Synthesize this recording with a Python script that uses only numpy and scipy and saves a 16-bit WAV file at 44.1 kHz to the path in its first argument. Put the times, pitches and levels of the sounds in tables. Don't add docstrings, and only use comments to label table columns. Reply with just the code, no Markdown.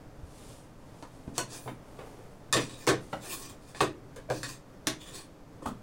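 import sys
import numpy as np
from scipy import signal
from scipy.fft import rfft, irfft, next_fast_len
from scipy.io import wavfile
from scipy.ndimage import uniform_filter1d, map_coordinates

SR = 44100
rng = np.random.default_rng(int(sys.argv[2]) if len(sys.argv) > 2 else 0)


def log_audio(samples):
    frames = np.atleast_2d(samples).T
    limited = np.clip(frames, -1, 1)
    pcm = np.round(limited * 32767).astype(np.int16)
    wavfile.write(sys.argv[1], SR, pcm)


N = 256662
NOW_S = np.arange(N) / SR
AGE_S = np.arange(SR // 2) / SR


# t/s, level/dB, blade ring/dB, brightness/dB
CLICKS = [(1.0256, -34, -20, -12), (2.527, -7, 7, 5.5), (2.5396, -14, -11, -6), (2.5681, -13, -9, -11),
          (2.8685, -19.5, -9, 3), (2.8761, -16, -5, 6), (2.8813, -15, -6, -4), (2.89, -12.5, -2.5, -1),
          (3.7484, -29.5, -1.5, -18), (3.8059, -12, -6, -14.5), (3.812, -20.5, -5, 13),
          (4.1618, -38.5, -21, 12), (4.3011, -29, -19, 2), (4.432, -20.5, -1, 3), (4.8709, -11.5, -7, 2.5),
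          (5.6606, -34.5, -10, 14), (5.687, -41.5, -12, 6)]
# t/s, level/dB
LIFT = [(1.3803, -22.5)]
# f/Hz, level/dB
BLADE_MODES = [(1113, -1), (1745, -3), (1860, 2.5), (2509, -1), (3537, -2), (3731, -1), (3866, -5.5),
               (4172, -1), (4555, 0), (5120, -9), (5750, -7), (6150, -3.5), (7450, 1), (8550, -10.5),
               (9600, -6)]
# f/Hz, level/dB
TIP_MODES = [(4215, -15), (4340, 1.5), (5700, -3.5), (6158, -14), (8296, -4)]
# f/Hz, level/dB
CLINK_COLOUR = [(1000, -1), (3500, 0.5), (6000, 1.5), (10000, 6), (16000, 0)]


def clicks():
    out = np.zeros(N)
    for t_s, level_db, ring_db, bright_db in CLICKS:
        ringing = amp(ring_db + 0.5) * ring(BLADE_MODES, t60_s=0.069, scatter_db=1.0)
        add(out, t_s, amp(level_db + 14.5) * steel_hit(ringing, bright_db, wet_db=3.5))
    for t_s, level_db in LIFT:
        tip_tap = packet(fade(0.0036) * sine(6100))
        ringing = amp(-0.5) * ring(TIP_MODES, t60_s=0.043, scatter_db=1) + amp(-4.5) * tip_tap
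        clink = packet(coloured(steel_hit(ringing, bright_db=3, wet_db=1.0), CLINK_COLOUR))
        add(out, t_s, amp(level_db + 22.5) * clink)
    return out


# f/Hz, level/dB
CRACK_SPECTRUM = [(50, -25.5), (130, 4), (300, -2), (900, -2.5), (2000, -2), (3000, -6), (4000, -0.5),
                  (5500, -3.5), (8000, -3.5), (10000, -9.5), (12000, -17), (16000, -21)]


def steel_hit(ringing, bright_db, wet_db):
    crack = packet(coloured(contact(chatter=0.55, t60_s=0.009), CRACK_SPECTRUM))
    hit = coloured(crack + ringing, [(2500, 0), (12000, bright_db)])
    return packet(room(hit, wet_db))


# t/s, speeding up/s, slowing down/s, rasp/dB, edge hiss/dB, singing f/Hz, singing re rasp/dB
STROKES = [(2.55, 0.039, 0.11, -41, -60, 1900, -18), (2.67, 0.037, 0.065, -43.5, -72, 3780, -3),
           (2.741, 0.1, .02, -48.5, -55, 1910, -15), (3.189, 0.083, 0.071, -45.5, -48, 1850, -19.5),
           (3.26, 0.064, .11, -44.5, -39.5, 5240, -4), (3.39, 0.04, 0.13, -48.5, -52.5, 5960, -6),
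           (3.58, .09, 0.15, -58.5, -66, 1880, -26), (3.74, 0.06, 0.053, -48.5, -67, 1840, -16),
           (4.30, 0.034, 0.15, -46.5, -63, 5860, -9), (4.432, 0.019, 0.082, -46, -60, 1850, -10),
           (4.46, .05, 0.068, -47, -58, 6400, -8.5), (4.97, 0.065, 0.13, -51, -60, 3480, -0.5),
           (5.1, 0.062, 0.11, -47, -54, 4360, -7.5), (5.613, 0.022, 0.027, -56.5, -68, 3300, -6),
           (5.65, 0.012, 0.045, -49, -48.5, 3270, 0)]
# f/Hz, level/dB
RASP_SPECTRUM = [(210, -27), (350, 4), (613, -11.5), (1070, -5), (1430, -14), (1790, -4), (2130, -21.5),
                 (2420, -6), (2890, -15.5), (3560, -7.5), (9440, -8.5), (14100, -36), (16000, -13.5)]
# f/Hz, level/dB
EDGE_SPECTRUM = [(5000, -26), (9000, 4.5), (11000, -0.5), (12500, -3), (14500, -4), (16000, 5)]


def strokes():
    out = np.zeros(N)
    slips = friction(rate_hz=1400, smooth=0.5)
    damped = ring([(hz, 0) for hz, _ in BLADE_MODES], t60_s=0.04, scatter_db=1)
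    blade_ring = unit(signal.fftconvolve(slips, damped)[:N])
    rasp = unit(coloured(friction(rate_hz=1400, smooth=0.65), RASP_SPECTRUM))
    scrape = unit(rasp + amp(-9.0) * blade_ring)
    hiss = edge_hiss()
    for start_s, rise_s, fall_s, rasp_db, hiss_db, sing_hz, sing_db in STROKES:
        mode = fade(0.014) * (sine(sing_hz) + amp(-6) * sine(2.06 * sing_hz))
        flicker = amp(4 * wobble(20))
        singing = unit(signal.fftconvolve(slips, mode)[:N] * flicker)
        grind = amp(rasp_db) * unit(scrape + amp(sing_db) * singing) + amp(hiss_db) * hiss
        out += glide(start_s, rise_s, fall_s, curve=1.66) * grind
    grip = amp(3.0 * wobble(70))
    return room(grip * wandering(out, depth_db=2.5), wet_db=-1)


def edge_hiss():
    return unit(coloured(friction(rate_hz=4000, smooth=0.67), EDGE_SPECTRUM))


# t/s, level/dB, body f/Hz, clack f/Hz, clack/dB, boom/dB, brightness/dB
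KNOCKS = [(1.025, -34.5, 512, 1005, 3.5, -22, 3), (1.276, -28.5, 260, 1106, -18, -2, -7.5),
          (1.380, -20.5, 492, 1150, -16, -13.5, 20.5), (1.659, -31.5, 443, 890, -3, 5.5, 2),
          (1.676, -27, 255, 930, -7, -10, 12.5), (1.988, -35.5, 463, 1125, -7, -18, 10),
          (2.003, -38.5, 377, 1130, -11, -22, 10), (2.529, -21.5, 549, 1203, 9, -2, -5),
          (2.553, -18.5, 481, 1110, -5, -2.5, 3), (2.572, -17.5, 296, 1730, -17, -23, 12),
          (2.873, -12.5, 489, 1020, -5.5, -11, 13), (2.887, -14.5, 380, 1525, -1.5, -25, 6.5),
          (2.911, -19, 352, 1470, -17, -32, 7), (2.927, -25, 370, 1670, -6, -29, 3),
          (3.128, -22, 343, 1500, -12.5, -12, 11), (3.806, -14, 455, 1110, 0.5, -15, 10.5),
          (3.819, -15, 368, 1350, -7, -10, 5), (4.163, -33.5, 510, 1600, -16, -24, 14),
          (4.288, -29, 580, 1100, -17, -15, 2), (4.301, -16.5, 561, 1550, -9.5, -3.5, 2.5),
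          (4.432, -32.5, 270, 1760, 1, 5.5, 8), (4.870, -20.5, 325, 1870, -5, -7, 0),
          (5.622, -32, 382, 1064, 2.5, -20, -18), (5.657, -26.5, 226, 930, 7, -20, 10),
          (5.661, -22.5, 257, 1213, 7, -12, -6.5), (5.685, -32, 197, 1210, -7, -5.5, -13)]
# f/Hz, level/dB
ROOM_MODES = [(305, -2.5), (379, -4), (519, -8.5), (652, -1.5), (760, -15), (1005, -5), (1351, -36),
              (1486, -9)]
# f/Hz, level/dB
THUD_SPECTRUM = [(100, -9), (215, -17), (300, -3), (400, 3.5), (750, -2), (1500, -15), (2500, -20),
                 (5000, -32), (12000, -33)]


def knocks():
    out = np.zeros(N)
    boom = packet(fade(0.37) * swell(0.0022) * sine(126))
    low_cut = signal.butter(2, 110, "high", fs=SR, output="sos")
    for t_s, level_db, body_hz, clack_hz, clack_db, boom_db, bright_db in KNOCKS:
        thud = packet(coloured(contact(chatter=1.23, t60_s=0.026), THUD_SPECTRUM))
        low_modes = amp(-11.0) * ring(ROOM_MODES, t60_s=0.077, scatter_db=0.0)
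        gripped = amp(0.5) * resonance(body_hz, t60_s=0.028)
        body = packet(thud + low_modes + gripped)
        clack = packet(resonance(clack_hz, t60_s=0.0081) + amp(-15.0) * resonance(clack_hz, t60_s=0.027))
        tilt = [(500, 0), (3500, bright_db), (12000, bright_db - 14.5)]
        hit = coloured(body + amp(clack_db) * clack, tilt)
        hit = signal.sosfilt(low_cut, hit * swell(0.0048))
        knock = packet(room(hit, wet_db=2.5)) + amp(boom_db - 3.5) * boom
        add(out, t_s, amp(level_db + 20) * knock)
    return out


def resonance(hz, t60_s):
    mode = fade(t60_s) * sine(hz)
    return packet(signal.fftconvolve(contact(chatter=0.83, t60_s=0.011), mode)[:len(AGE_S)])


# t/s, speeding up/s, slowing down/s, scrape/dB, edge hiss/dB
DRAGS = [(1.325, 0.049, 0.035, -46, -68), (1.45, 0.094, 0.076, -45, -66), (1.5, 0.065, 0.26, -56.5, -51.5)]


def drag():
    scrape = unit(coloured(friction(rate_hz=3300, smooth=1.0), RASP_SPECTRUM))
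    hiss = edge_hiss()
    out = np.zeros(N)
    for start_s, rise_s, fall_s, scrape_db, hiss_db in DRAGS:
        slide = amp(scrape_db) * scrape + amp(hiss_db) * hiss
        out += glide(start_s, rise_s, fall_s, curve=2.65) * slide
    return room(amp(0.6 * wobble(52.2)) * wandering(out, depth_db=2.0), wet_db=-3)


# t/s, speeding up/s, slowing down/s, weave/dB, table rub/dB
CLOTH = [(.13, 0.36, .26, -56, -63), (.55, 0.59, 0.55, -65.5, -71), (1.65, 0.41, .52, -64, -53),
         (2.93, 0.13, 0.72, -59.5, -62), (3.2, .05, 0.071, -52.5, -47.5), (2.24, 0.13, 0.049, -83, -69.5)]
# f/Hz, level/dB
WEAVE_SPECTRUM = [(400, 3), (1500, -12), (3000, -4.5), (6000, -5.5), (9500, -4), (12000, -14), (16000, -21)]
# t/s, level/dB
BUMPS = [(0.232, -34.5), (1.275, -38.5), (5.663, -37)]


def cloth():
    weave = unit(coloured(friction(rate_hz=7300, smooth=1), WEAVE_SPECTRUM))
    rub = unit(coloured(friction(rate_hz=910, smooth=0.78), THUD_SPECTRUM))
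    out = np.zeros(N)
    for start_s, rise_s, fall_s, weave_db, rub_db in CLOTH:
        out += glide(start_s, rise_s, fall_s, curve=2.0) * (amp(weave_db) * weave + amp(rub_db) * rub)
    out *= amp(1.2 * wobble(24))
    for t_s, level_db in BUMPS:
        add(out, t_s, amp(level_db + 4.0) * fade(0.088) * swell(0.0018) * sine(76))
    return out


# f/Hz, t60/s
WALLS = [(120, 0.76), (300, 0.21), (700, 0.18), (1900, 0.23), (5000, 0.21), (13000, 0.15)]


def room(x, wet_db):
    density = np.minimum(0.04 + (AGE_S / 0.05) ** 2, 1)
    echoes = (rng.random(len(AGE_S)) < density) * rng.standard_normal(len(AGE_S)) / np.sqrt(density)
    hz, t_s, z = signal.stft(echoes, SR, nperseg=256)
    decay = np.exp(-np.log(1000) * t_s / along(WALLS, hz)[:, None])
    tail = signal.istft(z * decay, SR, nperseg=256)[1][:len(AGE_S)]
    echo = amp(wet_db) * packet(tail * swell(0.00033))
    echo[0] += 1
    return signal.fftconvolve(x, packet(echo))[:len(x)]


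# f/Hz, level/dB
RUMBLE_SPECTRUM = [(20, -3), (81, -12), (119, -4.5), (169, -10), (226, -13), (294, -8.5), (371, -20),
                   (405, -14.5), (610, -16.5), (665, -19), (1160, -24), (2860, -37), (6290, -40),
                   (16000, -51)]


def background():
    rumble = unit(coloured(rng.standard_normal(N), RUMBLE_SPECTRUM))
    return amp(-50 + 0.69 * wobble(11)) * rumble


def contact(chatter, t60_s):
    force = chatter * packet(rng.standard_normal(len(AGE_S)) * fade(t60_s))
    force[0] -= 1
    return force


def ring(modes, t60_s, scatter_db):
    out = np.zeros(len(AGE_S))
    for hz, db in modes:
        strength = amp(db + scatter_db * rng.standard_normal()) * rng.choice([-1, 1])
        out += strength * fade(t60_s * np.sqrt(1000 / hz)) * sine(hz)
    return packet(out)


def friction(rate_hz, smooth):
    slips = (rng.random(N) < rate_hz / SR) * rng.standard_normal(N)
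    return unit(unit(slips) + smooth * rng.standard_normal(N))


def glide(start_s, rise_s, fall_s, curve):
    progress = np.interp(NOW_S - start_s, np.cumsum([0, rise_s, fall_s]), [0, 0.5, 1])
    return np.abs(np.sin(np.pi * progress)) ** curve


def wandering(x, depth_db):
    z = signal.stft(x, nperseg=512)[2]
    field = rng.standard_normal(z.shape)
    for axis in (0, 1):
        field = uniform_filter1d(field, size=6, axis=axis)
    return signal.istft(z * amp(depth_db * unit(field)), nperseg=512)[1][:len(x)]


def wobble(knots_hz):
    return map_coordinates(rng.standard_normal(4096), [NOW_S * knots_hz], mode="wrap")


def sine(hz):
    return np.sin(2 * np.pi * hz * AGE_S)


def fade(t60_s):
    return np.exp(-np.log(1000) * AGE_S / max(t60_s, 1e-4))


def swell(tau_s):
    return 1 - np.exp(-AGE_S / tau_s)


def coloured(x, spectrum):
    size = 4096
    cepstrum = irfft(np.log(amp(along(spectrum, np.fft.rfftfreq(size, 1 / SR)))))
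    cepstrum[1:size // 2] *= 2
    cepstrum[size // 2 + 1:] = 0
    return signal.fftconvolve(x, irfft(np.exp(rfft(cepstrum))))[:len(x)]


def filtered(x, response):
    size = next_fast_len(len(x) + SR // 4)
    return irfft(rfft(x, size) * response(np.fft.rfftfreq(size, 1 / SR)), size)[:len(x)]


def along(points, hz):
    f, v = np.transpose(points)
    return np.interp(np.log(hz + 1), np.log(f + 1), v)


def amp(db):
    return 10 ** (np.asarray(db) / 20)


def unit(x):
    return x / np.sqrt(np.mean(x ** 2) + 1e-20)


def packet(x):
    return x / (np.linalg.norm(x) + 1e-20)


def add(track, t_s, sound):
    part = track[max(round(t_s * SR), 0):][:len(sound)]
    part += sound[:len(part)]


def scene():
    return (clicks() + strokes() + knocks() + drag() + cloth() + background())[None]


def record(dry):
    def response(hz):
        dip = amp(-9 * np.exp(-((hz - 4010) / 55) ** 2))
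        return dip * np.clip((15900 - hz) / 200 + 0.5, 0, 1)
    return filtered(dry[0], response)[None]


dry = scene()
out = record(dry)
log_audio(out)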